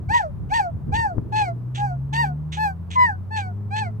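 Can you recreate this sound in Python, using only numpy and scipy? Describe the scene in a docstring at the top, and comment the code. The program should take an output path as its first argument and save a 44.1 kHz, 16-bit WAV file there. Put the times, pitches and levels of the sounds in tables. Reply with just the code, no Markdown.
"""Open grassland: a prairie dog yips ten times from its mound.
Each yip is a reedy stack of harmonics that arches, falls and trails off in breath. At its start or
its top the voice breaks into a harsh rasp, irregular pulses ringing the throat.
Wind rumbles, flaps and knocks on a pair of microphones, and a far engine hums as it gathers speed."""
import sys
import numpy as np
from scipy import signal
from scipy.fft import rfft, irfft
from scipy.io import wavfile

SR = 44100
rng = np.random.default_rng(int(sys.argv[2]) if len(sys.argv) > 2 else 0)


def bounce(signal):
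    """Save signal as a 16-bit WAV file at the path given by the first command-line argument."""
    frames = np.transpose(np.atleast_2d(signal))
    limited = np.clip(frames, -1, 1)
    pcm = np.round(limited * 32767).astype(np.int16)
    wavfile.write(sys.argv[1], SR, pcm)


N = 176400

# The yips, before their harmonics are coloured by frequency: start_s, length_s, first_hz, top_hz, knee_hz,
# last_hz, top_after_s, knee_after_s, level_db, octave_offset_db, overtone_offset_db, swell_db, fade_db
YIP_CUES = [(0.086, 0.23, 720, 968, 625, 554, 0.071, 0.17, -17, -15.5, -1.5, 5, 10.5),
            (0.5, 0.22, 707.6, 930, 746.5, 640, 0.064, 0.13, -13.5, -21, 1.9, 10, 11.5),
            (0.918, 0.24, 776, 928.7, 696, 603, 0.08, 0.2, -16.5, -19.5, 0, 8.3, 9.5),
            (1.32, 0.22, 842, 858, 690, 665, 0.073, 0.17, -18.5, -24, 6, 9.5, 6.5),
            (1.773, 0.2, 804, 829.6, 709, 694, 0.063, 0.14, -22.5, -25, -13, 11, 8),
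            (2.124, 0.22, 845, 942.5, 772, 698, 0.085, 0.137, -16.5, -16.5, 9, 13.5, 10),
            (2.568, 0.18, 833.6, 862.4, 795, 740, 0.057, 0.12, -19.5, -19, 4.5, 12.5, 6),
            (2.953, 0.23, 1024, 995, 750, 758, 0.067, 0.18, -20, -6.5, 7, 18, 10),
            (3.304, 0.23, 848, 879, 762, 692, 0.036, 0.13, -24.5, -15.5, 8.5, 13, 9),
            (3.703, 0.21, 777, 877.4, 696, 633, 0.093, 0.17, -24.5, -18, 7.5, 10, 4)]
# Shaping of harmonics 1, 2, 3-5 and 6 up: swell_factor, fade_factor, loss_db_per_octave_below_top
HARMONIC_GROUPS = [(1, 0.88, 11), (1.25, 1.45, 37.5), (2.67, 10.8, 18.5), (2.3, 5.17, 16)]
# Colour set on each harmonic by its frequency, with a deep dip near 760 Hz: frequency_hz, gain_db
CALL_EQ = [(550, -0.5), (690, -1.5), (760, -13), (830, 1.5), (920, -6.9), (1010, 12.5), (1380, 20),
           (1500, 10.5), (1700, 12.5), (1900, 12), (2150, -1.5), (2500, -16.5), (2800, -23.5),
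           (3300, -31.5), (3800, -30.5), (4400, -22), (5200, -34), (6200, -42.5), (8300, -32.5),
           (9500, -61.5), (10000, -74.5), (13000, -56), (16000, -63)]
# Where the voice breaks up: start_s, length_s, level_db
RASP_CUES = [(0.113, 0.12, -51), (0.135, 0.027, -34.5), (0.158, 0.039, -36.5), (0.49, 0.029, -55.5),
             (0.533, 0.051, -36.5), (0.574, 0.036, -43), (0.936, 0.041, -35.5), (0.984, 0.026, -44),
             (1.319, 0.026, -51.5), (1.356, 0.055, -38), (1.406, 0.026, -41), (1.745, 0.051, -38),
             (1.786, 0.034, -44.5), (2.127, 0.047, -35), (2.174, 0.11, -55), (2.518, 0.033, -37),
             (2.538, 0.053, -40.5), (2.903, 0.032, -38.5), (2.925, 0.043, -40), (3.36, 0.059, -40),
             (3.759, 0.048, -36)]
# Colour of the rasping throat: frequency_hz, gain_db
THROAT_EQ = [(600, -20), (1300, -7.5), (2000, -1.5), (2700, 1), (3400, 2.5), (4400, -12.5), (5200, -18.5),
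             (6100, -11), (7200, -14), (8200, -17.5), (9000, -34), (9700, -34), (13000, -44),
             (16000, -56.5)]
# Colour of the breath: frequency_hz, gain_db
BREATH_EQ = [(800, 12), (2500, 5.5), (3800, -20), (4600, 3), (6000, 4), (8400, -4.5), (9700, -17.5),
             (13000, -33), (16000, -16)]
# Sizzle on top of the breath: frequency_hz, gain_db
SIZZLE_EQ = [(8000, -58), (10500, -3.5), (13000, 5), (14500, -12.5), (16000, -32)]
# Sizzle against the yip's breath envelope: time_s, gain_db
SIZZLE_RIDE = [(0, -48.5), (1.9, -50.5), (2.2, -41), (2.65, -37.5), (3.0, -42.5), (3.4, -48), (4, -52)]
# One close reflection, left row then right: delay_s, gain
REFLECTIONS = [(.006296, -.097), (.006219, .136)]
# Stereo lean of the call: frequency_hz, left_minus_right_db
CALL_BALANCE = [(500, 0), (2800, -0.5), (3700, -10), (5000, -3), (6000, -13.5), (7600, 2.5), (8800, -15),
                (13000, -4), (16000, -14.5)]
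# Gusts in the wind's low end: time_s, level_db
RUMBLE_RIDE = [(0.0, -41.5), (0.09, -32), (0.22, -51), (0.31, -35.5), (0.53, -35), (0.66, -55),
               (0.76, -30.5), (0.8, -42), (0.93, -29), (1.11, -43.5), (1.15, -36.5), (1.47, -43.5),
               (1.5, -65), (1.58, -53), (2.16, -42), (2.28, -55), (3.98, -49.5), (4.0, -30)]
# Colour of the rumble: frequency_hz, gain_db
RUMBLE_EQ = [(15, -27.5), (35, -9), (65, 5.5), (130, 5.5), (180, -2), (260, -19.5), (500, -52), (1500, -80)]
# Buffeting in the low mids: time_s, level_db
FLAP_RIDE = [(0.0, -43), (0.09, -59), (0.11, -40.5), (0.18, -66), (0.44, -48), (0.69, -57), (0.8, -48),
             (0.85, -62), (0.88, -35), (1.1, -55), (1.19, -30.5), (1.21, -42.5), (1.86, -54.5),
             (2.34, -52.5), (2.39, -58), (3.3, -58), (3.82, -56), (4.0, -57)]
# Colour of the flapping: frequency_hz, gain_db
FLAP_EQ = [(80, -9.5), (180, 1), (300, 0), (420, -6), (600, -22), (1200, -34.5), (3000, -69)]
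# Wind knocks on the microphones: time_s, width_s, left_db, right_db
KNOCK_CUES = [(0.894, 0.0013, -16, -30), (1.183, 0.00074, -4, -32)]
# The engine's climb: time_s, firing_hz, order1_db, order2_db, order3_db, order4_db
ENGINE_CLIMB = [(0, 43.9, -60, -44.5, -60, -55), (.9, 49, -77, -43, -48.5, -76),
                (1.35, 58.2, -46.5, -33, -60, -60), (1.6, 60.46, -48.5, -29.5, -45, -73),
                (2.01, 67.46, -39.5, -26.5, -53, -55.5), (2.3, 73, -38.5, -27.5, -42, -55),
                (2.75, 83.15, -33.5, -37, -77, -72), (3.2, 92.84, -31, -49, -72, -74),
                (3.6, 100.9, -30, -43, -59, -55.5), (4, 108, -30.5, -44, -78, -55)]
# Hush of the plain: frequency_hz, gain_db
HUSH_EQ = [(20, -22), (60, -6), (120, 3.5), (200, -6), (300, -20), (600, -22.5), (1000, -24.5),
           (1500, -33.5), (2200, -43), (4000, -52.5), (7000, -57), (10000, -55.5), (15500, -55)]

ATTACK_S, SWELL_S, RELEASE_S = 0.008, 0.029, 0.05
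HIGH_DB, HIGH_FOLLOW = -3.5, 0.42  # harmonics 6 and up only partly follow the overtone offset
BREATH_DB, BREATH_SWELL, BREATH_FADE = -30.5, 1.5, 4.2
# The voice is never quite steady: depths are rms fractions, rates are upper limits.
JITTER, RASP_JITTER, JITTER_HZ = 0.0045, 0.0069, 242
PITCH_WAVER, LEVEL_WAVER, WAVER_HZ = 0.0046, 0.073, 35.3
SHIMMER, SHIMMER_HZ, GROWL, GROWL_HZ = 0.037, 118, 0.21, 500


def prairie_dog(harmonics=17, pulsing=0.46):
    """Reedy yips whose overtones bloom late and die early, with breath and rasp pulsing at the pitch."""
    rasp_level = rasp_envelope()
    rough = rasp_level / rasp_level.max()
    jitter = (JITTER + RASP_JITTER * rough) * wander(JITTER_HZ) + PITCH_WAVER * wander(WAVER_HZ)
    body, overtones, breath_level, cycle = np.zeros((4, N))
    for start, length, *arch, db, octave_db, overtone_db, swell_db, fade_db in YIP_CUES:
        t = np.arange(0, length, 1 / SR)
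        hz = yip_pitch(t, length, *arch)
        phase = 2 * np.pi * np.cumsum(hz * (1 + jitter[round(start * SR):][:len(t)])) / SR
        gate = np.minimum(t / ATTACK_S, 1) * np.minimum((length - t) / RELEASE_S, 1)
        swell, fade = swell_db * np.exp(-t / SWELL_S), fade_db * (t / length) ** 3
        octaves_from_top = np.log2(hz / arch[1])
        offsets = 0, octave_db, overtone_db, HIGH_DB + HIGH_FOLLOW * overtone_db
        levels = [db + offset - swell_factor * swell - fade_factor * fade + slope * octaves_from_top
                  for offset, (swell_factor, fade_factor, slope) in zip(offsets, HARMONIC_GROUPS)]
        for k in range(1, harmonics + 1):
            group = (k > 1) + (k > 2) + (k > 5)
            gain = np.sqrt(2) * gate * amp(levels[group] + eq_db(CALL_EQ, k * hz))
            add(overtones if k > 2 else body, start, gain * np.sin(k * phase))
        add(breath_level, start, gate * amp(db - BREATH_SWELL * swell - BREATH_FADE * fade))
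        add(cycle, start, gate * np.cos(phase))
    overtones *= 1 + GROWL * rough * wander(GROWL_HZ)  # in a rasp they flutter and split
    overtones *= np.exp(LEVEL_WAVER * wander(WAVER_HZ))
    tone = (body + overtones) * (1 + SHIMMER * wander(SHIMMER_HZ))
    grit = rasp_level * rasp() + breath_level * breath()
    return tone + grit * (1 + pulsing * cycle)


def yip_pitch(t, length, first, top, knee, last, top_s, knee_s):
    """The pitch arches to its top, falls to a knee, then trails off."""
    arch = first + (top - first) * np.sin(np.pi / 2 * t / top_s)
    progress = (t - top_s) / (knee_s - top_s)
    fall = top + (knee - top) * (np.sin(0.4 * np.pi * progress) / np.sin(0.4 * np.pi)) ** 2
    trail = np.interp(t, [knee_s, length], [knee, last])
    return np.where(t < top_s, arch, np.where(t < knee_s, fall, trail))


def rasp_envelope(rise_s=0.009, fall_s=0.0067, sag_db=4.5):
    """Each break in the voice bursts out, sags and cuts off."""
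    power = np.zeros(N)
    for start, length, db in RASP_CUES:
        t = np.arange(0, length + 5 * fall_s, 1 / SR)
        gate = np.minimum(t / rise_s, 1) * np.exp(-np.maximum(t - length + rise_s, 0) / fall_s)
        add(power, start, (gate * amp(db + sag_db * (0.5 - t / length))) ** 2)
    return np.sqrt(power)


def rasp(pulse_hz=418.3, spread=0.13, pulse_share=0.72, ring_s=0.00096, flutter=0.31):
    """Irregular pulses near half the pitch ring the throat, mixed with turbulence."""
    turns = np.cumsum(pulse_hz * np.exp(spread * wander(hz=160))) / SR
    pulses = np.diff(np.floor(turns), prepend=0)
    t = np.arange(SR // 100) / SR
    smear = rng.standard_normal(len(t)) * np.exp(-t / ring_s)  # the throat blurs each pulse
    throat = amp(eq_db(THROAT_EQ, np.fft.rfftfreq(N, 1 / SR))) * np.exp(1j * np.angle(rfft(smear, N)))
    ring = unit(irfft(rfft(pulses - pulses.mean()) * throat, N))
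    squawk = np.sqrt(pulse_share) * ring + np.sqrt(1 - pulse_share) * noise(THROAT_EQ)
    return squawk * unit(np.exp(flutter * wander(hz=217)))


def breath():
    """Airy hiss with a thin sizzle on top."""
    return amp(BREATH_DB) * noise(BREATH_EQ) + amp(curve(SIZZLE_RIDE)) * noise(SIZZLE_EQ)


def grassland(call, left_lag_s=0.0004, lag_top_hz=5200, scatter_db=-14.5, t60_s=0.1):
    """The call arrives from the right, with one close reflection and a faint scattered tail."""
    hz, t = np.fft.rfftfreq(N, 1 / SR), np.arange(SR // 2) / SR
    tilt = amp(eq_db(CALL_BALANCE, hz) / 2)
    pan = np.array([tilt * np.exp(-2j * np.pi * left_lag_s * np.minimum(hz, lag_top_hz)), 1 / tilt])
    echo = np.array([1 + gain * np.exp(-2j * np.pi * hz * delay) for delay, gain in REFLECTIONS])
    tail = rng.standard_normal((2, len(t))) * np.exp(-np.log(1000) * t / t60_s)
    scatter = signal.fftconvolve(call[None], tail / np.linalg.norm(tail[0]), axes=1)[:, :N]
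    return irfft(rfft(call) * pan * echo, N) + amp(scatter_db) * scatter


def wind(rumble_db=5, flap_left_db=6, flap_right_db=1):
    """Gusts rumble and flap at the microphones, flapping harder on the left."""
    rumble = amp(curve(RUMBLE_RIDE) + rumble_db) * noise_pair(RUMBLE_EQ, shared=0.76)
    flap = amp(curve(FLAP_RIDE)) * noise_pair(FLAP_EQ, shared=0.49)
    return rumble + flap * amp([[flap_left_db], [flap_right_db]])


def wind_knocks(ring_hz=116, ring_s=0.007, ring_gain=0.42, cutoff_hz=1720):
    """A dull push of air hits the microphones and leaves a short low wobble."""
    out = np.zeros((2, N))
    for start, width, left_db, right_db in KNOCK_CUES:
        t = np.arange(N) / SR - start
        after = np.maximum(t, 0)
        push = np.exp(-abs(t) / width)
        wobble = ring_gain * np.sin(2 * np.pi * ring_hz * after) * np.exp(-after / ring_s)
        out += amp([[left_db], [right_db]]) * (push + wobble)
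    return signal.sosfilt(signal.butter(4, cutoff_hz, fs=SR, output="sos"), out)


def engine(waver=0.0046, flutter=0.064, waver_hz=8):
    """A far engine hums on four orders of its firing rate, rising with its speed."""
    phase = 2 * np.pi * np.cumsum(curve(ENGINE_CLIMB) * (1 + waver * wander(waver_hz))) / SR
    hum = np.zeros(N)
    for order in range(1, 5):
        level = amp(curve(ENGINE_CLIMB, order + 1)) * (1 + flutter * wander(waver_hz))
        hum += np.sqrt(2) * level * np.sin(order * phase)
    return hum


def hush(level_db=-39.5):
    """The steady, wide, dark bed of the plain."""
    return amp(level_db) * noise_pair(HUSH_EQ, shared=0.27)


def amp(db):
    """Decibels to gain."""
    return 10 ** (np.asarray(db) / 20)


def unit(x):
    """Scales to rms 1."""
    return x / np.sqrt(np.mean(x ** 2) + 1e-20)


def eq_db(eq, hz):
    """Reads an EQ curve on a log-frequency axis."""
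    points_hz, db = np.transpose(eq)
    return np.interp(np.log(hz + 1), np.log(points_hz), db)


def curve(rows, column=1):
    """One column of a timed table as an automation lane."""
    rows = np.array(rows)
    return np.interp(np.arange(N) / SR, rows[:, 0], rows[:, column])


def add(mix, start_s, sound):
    """Drops a sound into the mix on its cue."""
    part = mix[max(round(start_s * SR), 0):][:len(sound)]
    part += sound[:len(part)]


def noise(eq):
    """Noise coloured by an EQ curve, at rms 1."""
    return unit(irfft(rfft(rng.standard_normal(N)) * amp(eq_db(eq, np.fft.rfftfreq(N, 1 / SR))), N))


def noise_pair(eq, shared):
    """Stereo noise with a share of its power common to both sides."""
    return np.sqrt(shared) * noise(eq) + np.sqrt(1 - shared) * np.array([noise(eq), noise(eq)])


def wander(hz):
    """Smooth random motion up to a rate, at rms 1."""
    return unit(irfft(rfft(rng.standard_normal(N)) / (1 + (np.fft.rfftfreq(N, 1 / SR) / hz) ** 4), N))


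def scene():
    """The prairie dog up front, over the far engine and the wind."""
    return grassland(prairie_dog()) + engine() + wind() + hush() + wind_knocks()


def record(dry, cutoff_hz=15750):
    """A steep low-pass trims the very top of the mix."""
    lowpass = signal.firwin(511, cutoff_hz, window=("kaiser", 9), fs=SR)
    return signal.oaconvolve(dry, lowpass[None], "same")


dry = scene()
out = record(dry)
bounce(out)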